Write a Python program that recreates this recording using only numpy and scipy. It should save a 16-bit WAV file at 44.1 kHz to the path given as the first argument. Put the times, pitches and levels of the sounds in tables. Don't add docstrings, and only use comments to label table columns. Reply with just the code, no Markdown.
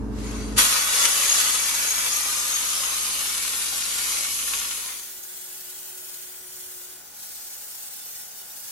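import sys
import numpy as np
from scipy import signal
from scipy.fft import rfft, irfft
from scipy.io import wavfile
from scipy.ndimage import uniform_filter1d

SR = 44100
rng = np.random.default_rng(int(sys.argv[2]) if len(sys.argv) > 2 else 0)


def materialize(psi):
    bounded = np.clip(np.atleast_2d(psi).T, -1, 1)
    quanta = np.round(bounded * 32767).astype(np.int16)
    wavfile.write(sys.argv[1], SR, quanta)


N = 384111

SIZE, HOP = 2048, 512
TIME = np.arange(N) / SR
FRAME_S = np.arange(N // HOP + 5) * HOP / SR
BIN_HZ = np.fft.rfftfreq(SIZE, 1 / SR)
FAST = 6.9
DISSOLVE_START_S, DISSOLVE_END_S = 4.566, 5.19


def gain_of(db):
    return 10 ** (np.asarray(db) / 20)


def evened(x):
    return x / np.sqrt(np.mean(x ** 2) + 1e-20)


def ramp(t, start_s, length_s):
    return np.clip((t - start_s) / length_s, 0, 1)


def across(rows):
    hz, *columns = np.transpose(rows)
    return [np.interp(np.log(BIN_HZ + 1), np.log(hz), column) for column in columns]


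def bump(centre_hz, octaves):
    return np.exp(-.5 * (np.log2((BIN_HZ + 1) / centre_hz) / octaves) ** 2)


def lag(x, seconds):
    r = np.exp(-1 / (seconds * SR))
    return signal.lfilter([1 - r], [1, -r], x)


def drift(rate):
    hz = np.fft.rfftfreq(N, 1 / SR)
    slow = rfft(rng.standard_normal(N)) / (1 + (hz / rate) ** 4)
    return evened(irfft(slow, N))


def chance():
    a, b = rng.standard_normal((2, len(FRAME_S), len(BIN_HZ)))
    return (a + 1j * b) / np.sqrt(2)


def flicker(count, size):
    patches = rng.standard_normal((len(FRAME_S), len(BIN_HZ)))
    longer = uniform_filter1d(patches, count, 0)
    return evened(uniform_filter1d(longer, size, 1))


def paired(left, other, likeness):
    same = np.clip(likeness, -1, 1)
    return np.array([left, same * left + np.sqrt(1 - same ** 2) * other])


def noise(field_db, likeness, balance_db, walls=np.zeros((2, 1, len(BIN_HZ))), early_share=0):
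    early = chance() * paired(*walls, likeness)
    diffuse = paired(chance(), chance(), likeness)
    z = np.sqrt(early_share) * early + np.sqrt(1 - early_share) * diffuse
    lean = gain_of(balance_db) * np.ones(len(BIN_HZ))
    sides = np.array([lean, np.ones(len(BIN_HZ))]) / np.sqrt(1 + lean ** 2)
    z = z * sides[:, None] * gain_of(field_db)
    sound = signal.istft(z, nperseg=SIZE, noverlap=SIZE - HOP, time_axis=1, freq_axis=2)[1]
    return evened(sound[:, :N])


def echoes(longest_s, sway_s, rate, count):
    total = 0
    for place, speed, start, turn in rng.random((count, 4)):
        sway = np.sin(2 * np.pi * (rate * (.5 + speed) * FRAME_S + start))
        delay = longest_s * (.06 + place) + sway_s * sway
        angle = (2 * np.pi * (delay[:, None] * BIN_HZ + turn)).astype(np.float32)
        total = total + np.cos(angle) + 1j * np.sin(angle)
    return total / np.sqrt(count)


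# [start t/s, end t/s, first f/Hz, last f/Hz, level/dB]
HOLLOW_RESONANCES = [(.2, 1.7, 1150, 1216, 2), (.2, 2.27, 1503, 1465, 7), (.5, 2.7, 1880, 1915, 3),
                     (.4, 1.5, 540, 563, 4), (.2, 2.2, 3400, 3430, 4.5), (.2, 1.2, 4570, 4640, 6),
                     (1.0, 2.17, 2300, 2310, 4.5), (.2, 3.1, 6520, 6500, 9), (.2, 0.81, 9350, 9320, 7),
                     (2.0, 3.42, 1200, 1225, 9), (2.1, 2.54, 2400, 2325, 9), (1.798, 3.4, 6500, 6800, -3),
                     (2.25, 2.88, 3710, 3620, 7), (2.5, 3.65, 10400, 11700, 5.5), (2.9, 4.5, 2215, 2265, 9),
                     (3.05, 4.6, 3260, 3240, -2), (3.4, 4.08, 3730, 3740, 6.5), (3.0, 4.2, 1740, 1790, 3),
                     (3.15, 4.95, 1392, 1415, 9), (3.3, 4.9, 1260, 1270, -4.5), (3.9, 4.44, 2600, 2560, -4),
                     (4.0, 5.1, 2700, 2760, 1.5), (4.3, 5.1, 1110, 1080, 8), (4.3, 5.2, 10300, 10200, 5),
                     (5.4, 6.8, 3060, 3080, 5), (7.0, 11, 3830, 3860, 0), (7.2, 7.1, 10150, 10200, 7),
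                     (7.3, 8.9, 13400, 13270, 5.5)]


def hollows(width_hz, fade_s, widening, flutter, wander):
    lift_db = 0
    for start, end, first_hz, last_hz, db in HOLLOW_RESONANCES:
        wobble = rng.standard_normal((2, len(FRAME_S)))
        swell, sway = evened(uniform_filter1d(wobble, size=7, axis=1))
        inside_s = np.minimum(FRAME_S - start, end - FRAME_S)
        present = ramp(inside_s, 0, fade_s) * (1 + flutter * swell)
        glide_hz = np.interp(FRAME_S, [start, end], [first_hz, last_hz])
        hz = (glide_hz * (1 + wander * sway))[:, None]
        lift_db = lift_db + db * present[:, None] / (1 + (2 * (BIN_HZ - hz) / (width_hz + widening * hz)) ** 2)
    return lift_db


def partial(hz, db, phase, turn):
    cycles = hz * TIME + rng.random()
    return np.sqrt(2) * gain_of(db) * np.sin(2 * np.pi * cycles + phase + np.array([[0], [turn]]))


# [multiple of the crank speed, level/dB]
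CRANK_PARTIALS = [(1, -33), (2, -36), (3, -25), (4, 2), (5, -21), (6, -11.5), (7, -22), (8, -18), (9, -11),
                  (10, -28), (11, -31), (12, -30), (13, -24), (14, -18), (15, -14), (16, -2), (17, -22),
                  (18, -13), (19, -14.5), (20, -11), (21, -12), (22, -6.5), (23, -16), (24, -30), (25, -20),
                  (26, -17.5), (27, -21), (28, -17.5), (29, -34), (30, -29), (31, -27), (32, -12.5),
                  (33, -12), (34, -23)]
# [f/Hz, left-right level/dB]
HUM_LEAN = [(53, 4), (80, 2), (120, -12), (212, -3), (290, -0.5), (435, -6.5)]
# [f/Hz, relative level per Hz/dB]
RATTLE_COLOUR = [(18, -34), (30, -11), (60, -12), (81, -5), (124, -2), (153, -30), (215, -6.5), (293, -2),
                 (330, -20), (442, -7), (515, -14.5), (819, -18.5), (971, -17), (1800, -27.5), (2340, -58),
                 (3960, -115)]
CRANK_HZ, DRONE_DB = 13.28, -36


def compressor():
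    slip, lines = 0.014 * drift(6.1), 0
    for multiple, db in CRANK_PARTIALS:
        hz = multiple * CRANK_HZ
        lean_db = np.interp(hz, *np.transpose(HUM_LEAN))
        line = partial(hz, DRONE_DB + db, multiple * slip, turn=0.18)
        lines = lines + line * gain_of([[lean_db / 2], [-lean_db / 2]])
    rattle_db = across(RATTLE_COLOUR)[0] - 30 * (BIN_HZ > 2000) - 18 * (BIN_HZ < 55)
    return lines + gain_of(-38.5) * noise(rattle_db, 0.35, -1.3)


# [f/Hz, first level/dB, level just before the move/dB, level after it/dB]
WHINE_PARTIALS = [(366.2, -62.5, -59.5, -84), (736, -83, -83, -71), (832, -70, -73, -66.5),
                  (1465, -64, -64.5, -66), (1990, -67, -71, -80)]
MOVE_S, MOVE_LENGTH_S = 6.92, 0.13


def sped_up_whine():
    moved, slip = ramp(TIME, MOVE_S, MOVE_LENGTH_S), drift(4.7)
    whine = 0
    for hz, first_db, before_db, after_db in WHINE_PARTIALS:
        here_db = np.interp(TIME, [DISSOLVE_END_S, MOVE_S], [first_db, before_db])
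        size = (1 - moved) * gain_of(here_db) + moved * gain_of(after_db)
        whine = whine + size * partial(hz, 1.2 * drift(6.7), slip * hz / 1100, turn=0.43)
    return whine


# [f/Hz, relative level per Hz/dB, left-right likeness, left-right level/dB]
THIN_HISS_COLOUR = [(30.0, -8, 0.63, 9), (130.0, -8, 0.57, 4.5), (280.0, -7, 0.43, 7), (604, -5, 0.46, 1.5),
                    (1150, -7, 0.33, 3.5), (1450, -4.5, 0.52, 0.5), (2620, -8, -0.027, 3),
                    (3520, -6.5, 0.1, 0), (5300, -5.5, -0.29, 1), (6800, -2.2, -0.011, 1.5),
                    (9700, -1, -0.11, 0.5), (11200, -1.5, -0.49, 0.5), (13300.0, -1.5, 0.068, 0),
                    (15500.0, -1.8, 0.3, 0)]
# [peak t/s, approach t/s, return t/s, level/dB]
HISS_SWELLS = [(5.821, .2, .1, 0.3), (6.04, 0.071, 0.061, -1.5), (6.16, .05, 0.13, 2),
               (6.42, 0.33, 0.22, -2.5), (7.01, 0.29, 0.1, -4), (7.12, 0.19, 0.11, -6.5),
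               (7.7, 0.76, .9, -0.3), (8.34, 0.15, .08, -3), (8.48, 0.1, .1, -3.5)]
THIN_DB, THIN_WAVER_DB, THIN_FLICKER_DB = -35.5, 0.8, 2.2
PRESENCE_HZ, PRESENCE_DB, PRESENCE_FROM_S, PRESENCE_RISE_S = 5300, 3, 6.75, 0.28


def sped_up():
    colour_db, likeness, balance_db = across(THIN_HISS_COLOUR)
    field_db = colour_db + hollows(width_hz=59, fade_s=0.24, widening=0.014, flutter=0.25, wander=.001)
    walls = [echoes(longest_s=.09 / FAST, sway_s=.00006, rate=.12 * FAST, count=22) for _ in range(2)]
    top = 1 / (1 + (2800 / (BIN_HZ + 1)) ** 4)
    presence = ramp(FRAME_S, PRESENCE_FROM_S, PRESENCE_RISE_S)[:, None]
    presence_db = PRESENCE_DB * presence * bump(PRESENCE_HZ, 0.22)
    hiss_db = field_db + presence_db + THIN_FLICKER_DB * flicker(count=3, size=4) + 10 * np.log10(top)
    hiss = noise(hiss_db, likeness, balance_db, walls, early_share=.7)
    swell_db = 0
    for peak_s, approach, back, db in HISS_SWELLS:
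        swell_db = swell_db + np.interp(TIME, [peak_s - approach, peak_s, peak_s + back], [0, db, 0])
    hiss *= gain_of(THIN_DB + swell_db + THIN_WAVER_DB * drift(40))
    rattle = noise(field_db + 10 * np.log10(1 - top), likeness, balance_db)
    return hiss + gain_of(-53.5) * rattle + sped_up_whine()


# [peak t/s, rise t/s, fall t/s, level/dB, wet body level/dB]
FEED_SURGES = [(0.771, 0.094, 0.06, 1.5, 2.5), (.88, 0.2, 0.19, -2.5, 3), (1.055, 0.18, 0.02, 5.5, -3.5),
               (1.38, 0.41, 0.2, 2.5, -1.5), (1.76, 0.21, 0.4, 0, 0.5), (2.063, .03, 0.03, 1.5, 1.5),
               (2.68, 0.065, .12, -.3, 0.5), (2.849, .03, .2, -0.4, 3.5), (4.12, 0.24, 0.2, 3, 1.5),
               (4.34, 0.08, 0.23, 0.7, -6), (4.9, 0.21, 0.28, 0, 5.5)]


def feed(t):
    total_db = 0
    for peak_s, rise, fall, db, body_db in FEED_SURGES:
        surge = np.interp(t, [peak_s - rise, peak_s, peak_s + fall], [0, 1, 0])
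        total_db = total_db + np.outer([db, body_db], surge)
    return total_db


SHUT_DB = -56.5
LEAK_S, LEAK_RISE_S, LEAK_DB, LEAK_SAG_DB_PER_S = .11, 0.23, -34.5, 21.5
OPEN_S, CRACK_S = 0.5606, 0.023
SNAP_S, SNAP_LENGTH_S, SNAP_SHARE = .577, .007, .58
FULL_DB, SAG_DB_PER_S, TRAVEL_DB, TRAVEL_S = 0.44, 0.74, 12.5, 0.15


def airflow():
    leak = ramp(TIME, LEAK_S, LEAK_RISE_S) * gain_of(LEAK_DB - LEAK_SAG_DB_PER_S * (TIME - LEAK_S))
    age = np.maximum(TIME - OPEN_S, 0)
    open_db = FULL_DB - SAG_DB_PER_S * age - TRAVEL_DB * np.exp(-age / TRAVEL_S) + feed(TIME)[0]
    snap = 1 - SNAP_SHARE + SNAP_SHARE * ramp(TIME, SNAP_S, SNAP_LENGTH_S)
    blast = ramp(TIME, OPEN_S, CRACK_S) * snap * gain_of(open_db)
    return np.sqrt(gain_of(SHUT_DB) ** 2 + leak ** 2 + blast ** 2)


LEAK_BODY_DB, LEAK_FIZZ_DB = 7, -8.5
BODY_DB, DRYING_DB_PER_S, FIZZ_DB, FIZZ_DAMPING = 0.2, 1.5, 1, 0.76


def tone():
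    surge_db, wet_db = feed(FRAME_S)
    opened = ramp(FRAME_S, OPEN_S, CRACK_S)
    body_db = BODY_DB - DRYING_DB_PER_S * (FRAME_S - OPEN_S) + wet_db
    fizz_db = FIZZ_DB - FIZZ_DAMPING * surge_db
    return opened * body_db + (1 - opened) * LEAK_BODY_DB, opened * fizz_db + (1 - opened) * LEAK_FIZZ_DB


def sputter(per_s, decay_s):
    drops = rng.exponential(1, N) * (rng.random(N) < per_s / SR)
    envelope = lag(drops, decay_s)
    return evened(envelope - envelope.mean())


def spatter(per_s, spread_db):
    sizes = gain_of(spread_db * np.minimum(rng.exponential(1, N), 4))
    ticks = sizes * (rng.random(N) < per_s / SR)
    kind, t = rng.integers(0, 12, N), np.arange(96) / SR
    shapes = rng.standard_normal((12, 2, len(t))) * np.exp(-t / .0005)
    out = 0
    for k, shape in enumerate(shapes):
        out = out + signal.oaconvolve((ticks * (kind == k))[None], shape, axes=1)[:, :N]
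    band = signal.butter(3, [1000, 11000], "band", fs=SR, output="sos")
    return evened(signal.sosfilt(band, out))


# [t/s, level/dB, decay t/s]
LUMP_SPITS = [(.588, -6, 0.019), (.620, -13, 0.006), (.653, -8, .01), (1.053, -5.5, 0.0039),
              (2.064, -16, 0.0089), (2.563, -2, 0.012), (2.835, -4, .014), (2.875, -12, 0.0097),
              (3.211, -5, 0.0084), (3.256, -3, 0.009), (3.446, -4, .01), (3.983, -5.5, .01),
              (4.118, -12, .01), (4.247, -1, 0.0086), (4.389, -4, 0.007), (4.477, -2, 0.0099),
              (4.534, 3, 0.01), (4.614, -0.5, .009), (4.646, -2, 0.0087), (4.707, -0.5, 0.016),
              (4.797, -11, .01), (4.885, -1, 0.012), (4.92, -2, 0.011)]
SPIT_RISE_S = .002


def spits():
    total = 0
    for start, db, decay_s in LUMP_SPITS:
        burst = ramp(TIME, start, SPIT_RISE_S) * np.exp(-abs(TIME - start) / decay_s)
        total = total + gain_of(db) * burst
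    return total


# [f/Hz, relative level per Hz/dB, left-right likeness, left-right level/dB]
SPRAY_COLOUR = [(148, -27, 0.78, -5), (527, -10.5, 0.19, -1.5), (650, -10.5, -0.056, 1.5),
                (840, -7.5, -0.1, 2), (1150, -3, 0.48, 2.5), (1690, -4.5, -0.18, -0.5),
                (2300, -4, 0.44, -0.3), (3620, -2.5, 0.014, 0.5), (5380, -2.9, 0.25, 2),
                (6140, -0.3, 0.096, 7), (7280, -0.5, -0.21, 4), (8400, -2.1, -0.47, 3),
                (10250, -2.2, 0.41, -1.5), (11700, -5.5, 1, 1.5), (12800, -10, 0.59, -2),
                (13400, -12.5, -1.04, 0.5)]
JET_FLICKER_DB = 2
SPIT_HZ, SPIT_SKIRT_DB = 2180, 27


def spray():
    colour_db, likeness, balance_db = across(SPRAY_COLOUR)
    body_db, fizz_db = (level[:, None] for level in tone())
    ring_db = hollows(width_hz=34, fade_s=0.22, widening=.011, flutter=.25, wander=.002)
    tone_db = body_db * bump(1150, 1.0) + fizz_db * bump(17000, 0.61)
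    field_db = colour_db + tone_db + ring_db + JET_FLICKER_DB * flicker(count=4, size=5)
    walls = [echoes(longest_s=.03, sway_s=.00012, rate=.3, count=36) for _ in range(2)]
    early_share = .88 * BIN_HZ / (BIN_HZ + 250)
    air = noise(field_db, likeness, balance_db, walls, early_share)
    air *= gain_of(.6 * sputter(per_s=130, decay_s=.005))
    rasp_db = colour_db + ring_db - SPIT_SKIRT_DB * (1 - bump(SPIT_HZ, 1.84))
    rasp = noise(rasp_db, likeness, balance_db, walls, early_share)
    rasp *= gain_of(1.1 * sputter(per_s=450, decay_s=.0015))
    patter = gain_of(-17.5 + 3.7 * np.minimum(sputter(per_s=90, decay_s=.005), 2.2))
    ticks = gain_of(-25.0) * spatter(per_s=470, spread_db=1.5)
    return airflow() * (air + (patter + spits()) * rasp + ticks)


def gain_control(x, threshold_db, depth_db, attack_s, creep_s, quick_share):
    treble = signal.sosfilt(signal.butter(2, 1500, "high", fs=SR, output="sos"), x)
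    power_db = 10 * np.log10(lag((treble ** 2).mean(0), 0.0013) + 1e-12)
    over_db = np.clip(power_db - threshold_db, 0, depth_db)
    cut_db = quick_share * lag(over_db, attack_s) + (1 - quick_share) * lag(over_db, creep_s)
    return x / gain_of(cut_db)


def scene():
    work = gain_control(spray() + compressor(), threshold_db=-26.5, depth_db=24,
                        attack_s=0.05, creep_s=1.0, quick_share=0.79)
    blend = np.interp(TIME, [DISSOLVE_START_S, DISSOLVE_END_S], [0, 1])
    return (1 - blend) * work + np.sqrt(blend) * sped_up()


def record(dry):
    low_pass = signal.firwin(511, 15850, window=("kaiser", 9), fs=SR)
    return signal.oaconvolve(dry, low_pass[None], "same")


dry = scene()
out = record(dry)
materialize(out)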